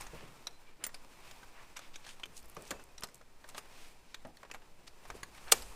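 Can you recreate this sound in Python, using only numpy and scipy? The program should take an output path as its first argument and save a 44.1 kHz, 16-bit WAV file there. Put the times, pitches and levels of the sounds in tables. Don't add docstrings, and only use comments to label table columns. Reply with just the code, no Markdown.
import sys
import numpy as np
from scipy import signal
from scipy.fft import irfft
from scipy.io import wavfile

SR = 44100
rng = np.random.default_rng(int(sys.argv[2]) if len(sys.argv) > 2 else 0)


def natural_amplitude(level_db):
    exponent = np.asarray(level_db, float) / 20
    return 10 ** exponent


def to_wav(s):
    ch = np.atleast_2d(s).T
    pcm = np.round(np.clip(ch, -1, 1) * 32767)
    wavfile.write(sys.argv[1], SR, pcm.astype(np.int16))


N = 253575
SNAP_S = 5.5215


def rms_one(x):
    return x / np.sqrt(np.mean(x ** 2) + 1e-20)


def in_time(rows):
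    s, *columns = np.transpose(rows)
    return [np.interp(np.arange(N) / SR, s, column) for column in columns]


def at_hz(points, hz):
    points = np.array(points)
    return np.interp(np.log(hz), np.log(points[:, 0]), points[:, 1])


def band(x, low_hz, high_hz, order=2):
    edges = [low_hz, min(high_hz, .45 * SR)]
    return signal.sosfilt(signal.butter(order, edges, "band", fs=SR, output="sos"), x)


def steep_low_pass(x, hz):
    return signal.sosfilt(signal.cheby2(16, 70, hz, fs=SR, output="sos"), x)


def drift(rate_hz):
    r = np.exp(-40 * np.pi * rate_hz / SR)
    white = rng.standard_normal(N // 20 + 4002)
    slow = signal.lfilter([1], [1, -2 * r, r * r], white)[4000:]
    return np.interp(np.arange(N) / 20, np.arange(len(slow)), rms_one(slow))


def ring(clicks, hz, t60):
    r, w = natural_amplitude(-60 / (max(t60, .004) * SR)), 2 * np.pi * hz / SR
    return signal.lfilter([0, np.sin(w)], [1, -2 * r * np.cos(w), r * r], clicks + 1e-18)


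def add(out, s, x):
    i = max(round(s * SR), 0)
    out[i:i + len(x)] += x[:N - i]


def uneven(size, rough_db, most):
    white = rng.standard_normal(size)
    return rms_one(white * natural_amplitude(rough_db * np.minimum(rng.exponential(1, size), most)))


def chatter(t60, rough_db, rise=0.00013, size=5000):
    t = np.arange(size) / SR
    sizes = uneven(size, rough_db, most=4)
    return sizes * natural_amplitude(-60 * t / np.clip(t60, .004, .4)) * np.minimum(t / rise, 1)


def latch():
    # slide before the slam/s, level/dB, t60/s
    snap_settings = (0.00678, -28, 0.034)
    # f/Hz, level per Hz/dB
    snap_colour = [(120, -48), (200, -33), (409, 4), (569, -9), (763, -2), (899, -6), (1230, 4), (1480, -8),
                   (2170, -11), (2700, -0.5), (3970, 1), (8420, 0.5), (16000, -8.5)]
    # f/Hz, level/dB, t60/s
    body_modes = [(453, -27, 0.06), (808, -18, 0.046), (1230, -23, 0.041), (2320, -32, 0.1),
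                  (2810, -27, .03), (4340, -18, 0.022), (6120, -16, .025), (6950, -13, .024),
                  (7960, -17, .025), (8140, -6, 0.022), (8560, -5, 0.022), (9090, -26, 0.026),
                  (13090, -20, .025)]
    # t/s, level/dB
    bounces = [
        (0, 0.5),
        (.001, -5),
        (.002, -1),
        (.004, 2),
        (.0065, -6.5),
        (0.0108, -15.5),
    ]
    slide, peak_db, t60 = snap_settings
    t = np.arange(6000) / SR - slide
    spray = uneven(6000, rough_db=2.0, most=3)
    edges, crack = np.geomspace(200, 16500, 14), 0
    for k, (lo, hi) in enumerate(zip(edges, edges[1:])):
        hz = np.sqrt(lo * hi)
        band_t60 = t60 * (3000 / hz) ** 0.088
        rattle_db = -60 * (t / band_t60) ** 0.75 * (t > 0)
        shape = natural_amplitude(np.where(t < 0, 5000 * t - 3, np.nan_to_num(rattle_db)))
        crack = crack + band(spray * shape, lo, hi) * natural_amplitude(at_hz(snap_colour, hz)) * (-1) ** k
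    slam = sum(natural_amplitude(db - 5) * np.exp(-((t - s) / .00003) ** 2) for s, db in bounces)
    body = sum(natural_amplitude(level_db - 11.5) * ring(slam, hz, ring_t60) for hz, level_db, ring_t60 in body_modes)
    out = np.zeros(N)
    add(out, SNAP_S - slide, natural_amplitude(peak_db) * rms_one(crack) + band(body, 300, 16000))
    return out


def part(hits, modes, gain_db, longest):
    out = np.zeros(N)
    for s, peak_db in hits:
        for hz, level_db, t60 in modes:
            rattle = chatter(0.028, rough_db=9.0, size=8000)
            strike = .45 * rattle / np.sqrt(np.sum(rattle ** 2))
            strike[rng.integers(15, 50)] += .9
            add(out, s, natural_amplitude(peak_db + level_db + gain_db) * ring(strike, hz, min(t60, longest)))
    return out


def lever():
    # t/s, peak level/dB
    hits = [
        (0.4698, -23.5),
        (0.509, -50),
        (2.9804, -35.5),
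    ]
    # f/Hz, level/dB, t60/s
    modes = [(3800, -16, .03), (3925, -2, 0.034), (4030, 1, 0.03), (4040, -32, 0.3), (5700, 8, 0.014),
             (5850, -26, .12), (7700, -1, .012), (8600, -6, .012), (9600, -18, 0.044)]
    return part(hits, modes, gain_db=-13.0, longest=.45)


def tongue():
    # t/s, peak level/dB
    hits = [
        (0.839, -21.5),
        (0.848, -36),
    ]
    # f/Hz, level/dB, t60/s
    modes = [(3010, -7, .03), (3990, -12, .03), (5010, -3, 0.018), (6300, -10, .03), (7260, -1.5, 0.03),
             (8300, -10, 0.023), (9140, -4, 0.03), (9700, -8, .027), (10700, -11, 0.034),
             (14220, -14, 0.049), (14860, -13, 0.02)]
    return part(hits, modes, gain_db=-10.5, longest=0.043)


def link():
    # t/s, peak level/dB
    hits = [
        (1.7679, -39),
        (1.7904, -50),
    ]
    # f/Hz, level/dB, t60/s
    modes = [(1320, -10, 0.016), (3680, -4, 0.024), (5730, 4, 0.041), (6250, -4, 0.06), (6810, -7, 0.07),
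             (7700, -5, .04), (8000, 2, 0.02), (9020, -8, 0.04), (11400, -7, 0.051)]
    return part(hits, modes, gain_db=-7.0, longest=0.063)


def hook():
    # t/s, peak level/dB
    hits = [
        (2.2335, -36),
        (2.2362, -29.5),
        (2.2574, -46),
    ]
    # f/Hz, level/dB, t60/s
    modes = [(2380, -6, 0.024), (2620, -8, .02), (3100, 2, 0.02), (3450, -5, 0.02), (6280, -20, 0.03),
             (7600, -24, .02), (11400, -30, 0.045)]
    return part(hits, modes, gain_db=-3.5, longest=0.049)


def tongue_tip():
    # t/s, peak level/dB
    hits = [
        (0.8646, -24),
    ]
    # f/Hz, level/dB, t60/s
    modes = [(1990, -8, .023), (6620, -9, .021), (7200, -10, .035), (8250, -10, .04), (9100, -3, 0.035),
             (10800, -16, .03), (11940, -10, .03), (12470, -9, .03), (14340, -14, .04), (15200, 1.5, .035)]
    return part(hits, modes, gain_db=-10.5, longest=.045)


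def adjuster_bar():
    # t/s, peak level/dB
    hits = [
        (4.1445, -37),
    ]
    # f/Hz, level/dB, t60/s
    modes = [(2374, 0, .035), (2700, -5, .02), (3900, -2, .04), (5970, -9, .04), (6870, -13, .04),
             (7770, -6, .03), (11950, -14, .03)]
    return part(hits, modes, gain_db=-6.5, longest=.042)


def catch():
    # t/s, peak level/dB
    hits = [
        (5.2312, -32),
    ]
    # f/Hz, level/dB, t60/s
    modes = [(815, -30, 0.13), (1120, -0.5, 0.078), (1715, -2.5, 0.044), (1960, -8, 0.073),
             (2130, -6, 0.068)]
    return part(hits, modes, gain_db=-5, longest=.03)


def touches():
    # t/s, peak level/dB, low ring f/Hz, high ring f/Hz, edge over 4.5 kHz/dB
    clinks = [(0.0084, -38.5, 1140, 8660, 9.5), (0.018, -36, 2160, 6340, -8), (0.4685, -30, 3900, 5500, -5),
              (0.838, -31.5, 2300, 9300, 8.5), (0.8494, -39.5, 3200, 7300, 11),
              (0.9423, -36, 4750, 4900, -5), (0.9445, -40, 4800, 7200, -4), (1.3106, -41, 5040, 7200, 0),
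              (1.763, -42, 1350, 5500, 2), (1.768, -47, 1360, 5660, -16), (1.9393, -46, 1310, 5350, -8),
              (1.957, -38, 3800, 6300, 3), (2.0471, -42, 1600, 4940, -14), (2.0644, -36.5, 1750, 6300, -8),
              (2.0895, -40, 3500, 6400, -2), (2.1963, -42, 1140, 8300, -4), (2.233, -38, 3250, 6280, -22),
              (2.255, -44, 2300, 6170, 5), (2.9788, -42, 4000, 4770, 1.5), (4.1431, -35, 3880, 6700, -3),
              (4.369, -47, 4300, 4800, -6), (4.5126, -36, 2500, 7100, 1), (4.8763, -45, 4600, 5200, 8),
              (5.2306, -36.5, 1720, 6700, 7), (5.347, -47, 2460, 9000, -6)]
    # t/s, peak level/dB, ring f/Hz, edge/dB
    clacks = [(0.0656, -41.5, 1960, -1), (0.8651, -38.5, 1960, 8), (0.891, -46, 1900, -15),
              (1.4296, -45, 1610, -32), (1.7906, -40, 1380, -3), (3.488, -47, 1500, -8),
              (2.7062, -34, 4500, 9), (2.7114, -29.5, 1670, -2), (3.0341, -33.5, 1250, 12.5),
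              (3.0402, -37, 1300, 0), (3.0854, -51, 2220, 5), (3.546, -37, 1670, -36),
              (3.579, -34.5, 2780, 5), (5.6205, -41, 1220, 12)]
    # t/s, peak level/dB, ring f/Hz, edge/dB
    knocks = [(0.2074, -52, 1680, -3), (2.5661, -39.5, 1150, -7), (2.7958, -48.5, 1110, 0),
              (3.022, -44, 3100, 5), (3.2115, -52, 1580, -17), (3.4412, -46, 1890, -23),
              (4.2491, -44.5, 1100, -31), (4.4301, -44, 1120, -22), (4.45, -48.5, 1150, -26),
              (4.499, -49, 1290, -14), (4.539, -47, 1300, -14), (4.5446, -40, 2360, 2),
              (4.6184, -54.5, 1190, -31), (5.0529, -47.5, 1120, -11), (5.1008, -36, 1090, -2),
              (3.654, -52, 1500, -8), (5.3767, -47, 1810, -17), (5.4805, -42.5, 1800, -11)]
    rows = [(s, db, low, high, -17.5, edge) for s, db, low, high, edge in clinks]
    for table, thud_db in (clacks, -8), (knocks, -2):
        for s, db, low, edge in table:
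            high = 6440 * 2 ** (edge / 47)
            rows.append((s, db, low, high, thud_db, edge))
    return rows


def contacts():
    out = np.zeros(N)
    for s, peak_db, low_hz, high_hz, thud_db, edge_db in touches():
        thud = band(chatter(0.06, rough_db=2.0), 480, 1700) * natural_amplitude(thud_db + 15)
        spray = chatter(0.037, rough_db=4.0, rise=.0014)
        crack = band(spray, 1090, 5000) * natural_amplitude(0.5)
        crack += band(spray, 4130, 6200) * natural_amplitude(edge_db - 13.5)
        crack += band(spray, 13000, 15000) * natural_amplitude(0.72 * edge_db - 14)
        crack += band(spray, 11600, 11700) * natural_amplitude(edge_db - 19.0)
        tone = ring(spray, low_hz, min(.012, 24 / low_hz)) * natural_amplitude(-18.5)
        tone += ring(spray, high_hz, 0.0024) * natural_amplitude(edge_db - 21)
        for hz in 1500 * 2 ** rng.uniform(0, 3, 6):
            tone += ring(spray, hz, .004) * natural_amplitude(edge_db * (hz > 4500) - 26)
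        add(out, s, natural_amplitude(peak_db - 4.0) * (thud + crack + tone))
    return out


def ticks():
    # t/s, peak level/dB, centre f/Hz
    snaps = [(2.368, -35, 6500), (2.377, -36, 6500), (2.391, -47, 8880), (2.401, -49, 8000),
             (2.426, -50, 12500), (2.4304, -50, 5350), (2.443, -58, 11000), (2.457, -47, 9500),
             (2.484, -52, 13500), (2.490, -53, 12500), (2.498, -44, 11000), (2.517, -53, 9000),
             (2.549, -49, 12000), (2.611, -55, 9000), (2.622, -42.5, 8400), (2.6524, -43, 6000),
             (2.673, -44, 6000), (2.678, -41, 5670), (2.8387, -47.5, 8700), (2.998, -47, 5830),
             (3.008, -41, 9000), (3.072, -44, 6340), (3.097, -57, 8000), (3.115, -62, 9000),
             (3.1447, -40.5, 8000), (3.155, -47, 7800), (3.167, -59, 11000), (3.1784, -55, 8500),
             (3.2146, -53, 5930), (3.478, -54, 9160), (3.4895, -37, 7500), (3.509, -51, 5540),
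             (3.608, -52, 6530), (4.271, -51, 9000), (4.3695, -50, 9400), (4.4305, -49, 6000),
             (4.539, -45, 7300), (4.9864, -57, 5910)]
    out = np.zeros(N)
    for s, peak_db, hz in snaps:
        snap = chatter(0.012, rough_db=3.0, rise=0.0003, size=2000)
        snap[12] += 3
        broad = band(snap, 3500, 16000) * natural_amplitude(-6.0) + band(snap, 0.65 * hz, 1.5 * hz) * natural_amplitude(2.5)
        centre = band(snap, 0.93 * hz, 1.1 * hz) * natural_amplitude(5.0)
        add(out, s, natural_amplitude(peak_db - 7.0) * (broad + centre))
    return out


def thumps():
    # t/s, peak level/dB, pitch f/Hz, t60/s
    bumps = [(0.131, -36, 456, 0.24), (0.208, -42, 480, 0.12), (0.226, -40, 173, 0.5),
             (0.789, -50, 404, 0.5), (2.258, -50, 185, 0.5), (2.569, -36.5, 450, 0.31),
             (2.706, -37, 400, 0.36), (2.712, -34, 850, .14), (2.742, -52, 157, 0.25),
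             (3.544, -54, 567, 0.28), (4.249, -36, 600, 0.25), (5.099, -39.5, 506, 0.11),
             (5.138, -39, 380, 0.26)]
    out = np.zeros(N)
    for s, peak_db, hz, t60 in bumps:
        push = chatter(t60, rough_db=10.0, rise=0.0018, size=12000)
        hump = natural_amplitude(-2.0) * band(push, 0.6 * hz, 1.35 * hz, order=3)
        add(out, s, natural_amplitude(peak_db + 4.5) * (band(push, 96, 418) + hump))
    return out


def webbing(patchy_db, grain_db):
    # t/s, rustle level/dB
    hands = [(0.0, -51.5), (0.1, -57), (0.4, -61), (0.72, -66.5), (1.1, -60.5), (1.46, -60), (1.98, -61.5),
             (2.45, -63.5), (2.7, -56), (2.85, -64.5), (3.33, -67), (3.62, -59.5), (4.21, -66), (4.93, -66),
             (5.12, -58.5), (5.3, -63), (5.37, -59), (5.75, -57)]
    # f/Hz, level per Hz/dB
    cloth_colour = [(53, -30), (90, -0.5), (188, -2), (457, -3), (786, -6), (3220, -14.5), (4750, -15),
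                    (5180, -11), (8350, -23), (15000, -23.5), (16000, -30)]
    busy_db = in_time(hands)[0] + 62
    rub_db, rustle_db = -63.5 + 0.49 * busy_db, -61.5 + 0.94 * busy_db
    white = rng.standard_normal((2, N)) * natural_amplitude(grain_db * rng.exponential(1, N))
    together, edges = drift(14.0), np.append(88 * 2 ** np.arange(0, 7.1, .5), 19000)
    rub, rustle = np.zeros(N), np.zeros(N)
    for k, (lo, hi) in enumerate(zip(edges, edges[1:])):
        flicker_db = patchy_db * (1.3 * together + 0.18 * drift(8.4))
        colour_db = at_hz(cloth_colour, np.sqrt(lo * hi))
        layer = rustle if lo > 600 else rub
        layer += natural_amplitude(colour_db + flicker_db) * band(white[k % 2], lo, hi)
    return natural_amplitude(rub_db - 3.0) * rms_one(rub) + natural_amplitude(rustle_db - 3.0) * rms_one(rustle)


def jerks():
    # t/s, level/dB, centre f/Hz, length/s
    drags = [(.02, -71, 4000, 0.15), (5.7, -66, 8000, 0.14), (0.212, -60.5, 2130, 0.16),
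             (0.692, -69, 2080, 0.14), (1.773, -49, 2500, 0.021), (1.833, -59.5, 2900, 0.088),
             (1.596, -59, 1570, 0.11), (1.28, -62.5, 2840, 0.14), (1.949, -57.5, 3550, 0.025),
             (2.082, -57.5, 3430, 0.1), (2.106, -60, 6040, 0.074), (2.376, -59.5, 7000, 0.066),
             (2.678, -63, 6050, 0.072), (3.496, -57, 6100, 0.018), (3.57, -63, 3070, 0.056),
             (3.819, -61, 4000, 0.19), (5.58, -60, 3000, 0.1), (5.171, -65, 3180, 0.047),
             (5.38, -63, 2920, 0.066), (5.494, -53, 1540, 0.049), (1.285, -68, 8000, 0.072),
             (3.582, -53, 8000, 0.027), (3.847, -68.5, 9100, 0.15), (4.876, -56, 4370, .015),
             (5.085, -66, 9000, 0.026), (5.161, -64, 8000, 0.034), (5.372, -66, 8000, 0.032),
             (5.464, -66, 7940, 0.11), (0.825, -60, 1490, 0.047), (4.108, -69, 4000, 0.11)]
    out, t = np.zeros(N), np.arange(-6000, 6000) / SR
    for s, level_db, hz, length in drags:
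        grains = uneven(12000, rough_db=0.83, most=4)
        clumps = natural_amplitude(1.5 * np.repeat(rng.standard_normal(60), 200))
        drag = rms_one(band(grains * clumps, 0.34 * hz, 1.5 * hz)) * np.exp(-(2 * t / length) ** 2)
        add(out, s + t[0], natural_amplitude(level_db) * drag)
    return out


def thin_tones():
    # t/s, level/dB, f/Hz, length/s
    runs = [
        (.55, -74, 4050, .08),
        (0.692, -69, 2320, 0.067),
        (2.68, -70, 2600, .05),
        (2.77, -68, 2630, 0.14),
        (2.9, -74, 2530, 0.06),
        (3.748, -69, 2500, 0.15),
    ]
    out, t = np.zeros(N), np.arange(-8000, 8000) / SR
    for s, level_db, hz, length in runs:
        line = rms_one(band(rng.standard_normal(len(t)), hz - 45, hz + 45))
        add(out, s + t[0], natural_amplitude(level_db) * line * np.exp(-(2 * t / length) ** 2))
    return out


def bay(x):
    # f/Hz, width/Hz, level/dB
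    hollows = [(2450, 600, -4), (8700, 1600, -4), (1000, 400, -6)]
    return x + sum(natural_amplitude(db) * band(x, hz - width / 2, hz + width / 2, order=1) for hz, width, db in hollows)


def cockpit(x):
    # low f/Hz, high f/Hz, level under the hit/dB, t60/s
    reflections = [(151, 610, -16.5, 0.54), (696, 2450, -22, 0.19), (2500, 8800, -28.5, 0.46),
                   (7000, 11000, -32.5, 0.53), (12000, 14000, -30, .3)]
    t = np.arange(SR // 2) / SR
    tail = 0
    for low_hz, high_hz, level_db, t60 in reflections:
        dying = rng.standard_normal(len(t)) * natural_amplitude(-60 * t / t60) * np.minimum(t / 0.014, 1)
        tail = tail + natural_amplitude(level_db) * band(dying, low_hz, high_hz) / np.sqrt(t60 * SR / 140)
    return signal.fftconvolve(x, tail)[:N]


def air():
    # t/s, rumble level/dB
    gusts = [(0.0, -51), (0.35, -72.5), (1.2, -69), (1.42, -67.5), (2.11, -74.5), (2.42, -59.5), (2.5, -68),
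             (2.75, -64), (3.19, -70.5), (5.03, -70), (5.12, -55.5), (5.4, -64), (5.7, -51.5), (5.75, -65)]
    rumble_db, = in_time(gusts)
    white = rng.standard_normal((2, N + SR))
    slow = rms_one(band(white[0], 4.7, 10.75)[SR:])
    rumble = rms_one(band(white[1], 28, 62)[SR:])
    return natural_amplitude(-53.5) * slow + natural_amplitude(rumble_db - 1.0) * rumble


def scene():
    small, snap, thin = contacts(), latch(), ticks()
    rings = lever() + tongue() + link() + hook() + tongue_tip() + adjuster_bar() + catch()
    blow = natural_amplitude(11.5) * (np.arange(N) == round(SNAP_S * SR))
    slam = band(blow, 370, 14000, order=1)
    quiet = small + rings + thin + cockpit(small + rings * natural_amplitude(-14) + slam)
    quiet += thumps() + bay(webbing(patchy_db=0.93, grain_db=1.87) + jerks()) + thin_tones()
    mono = steep_low_pass(quiet, hz=16120) + snap + air()
    return np.array([mono, mono])


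def top_cut(x):
    return signal.sosfilt(signal.butter(12, 16880, fs=SR, output="sos"), x)


def record(dry):
    rounded = 1.1 * np.tanh(dry / 1.1)
    smear = irfft(np.exp(2j * np.pi * rng.random(129)))
    trace = signal.fftconvolve(rounded[0], smear)[128:128 + N]
    trace = trace * natural_amplitude(-40) + natural_amplitude(-38) * band(trace, 3500, 11000, order=1)
    trace += natural_amplitude(-74) * band(rng.standard_normal(N), 20, 200, order=1)
    trace += natural_amplitude(-80.5) * band(rng.standard_normal(N), 240, 17000, order=1)
    mix = steep_low_pass(rounded + trace * [[1], [-1]], hz=16950)
    return top_cut(mix)


dry = scene()
out = record(dry)
to_wav(out)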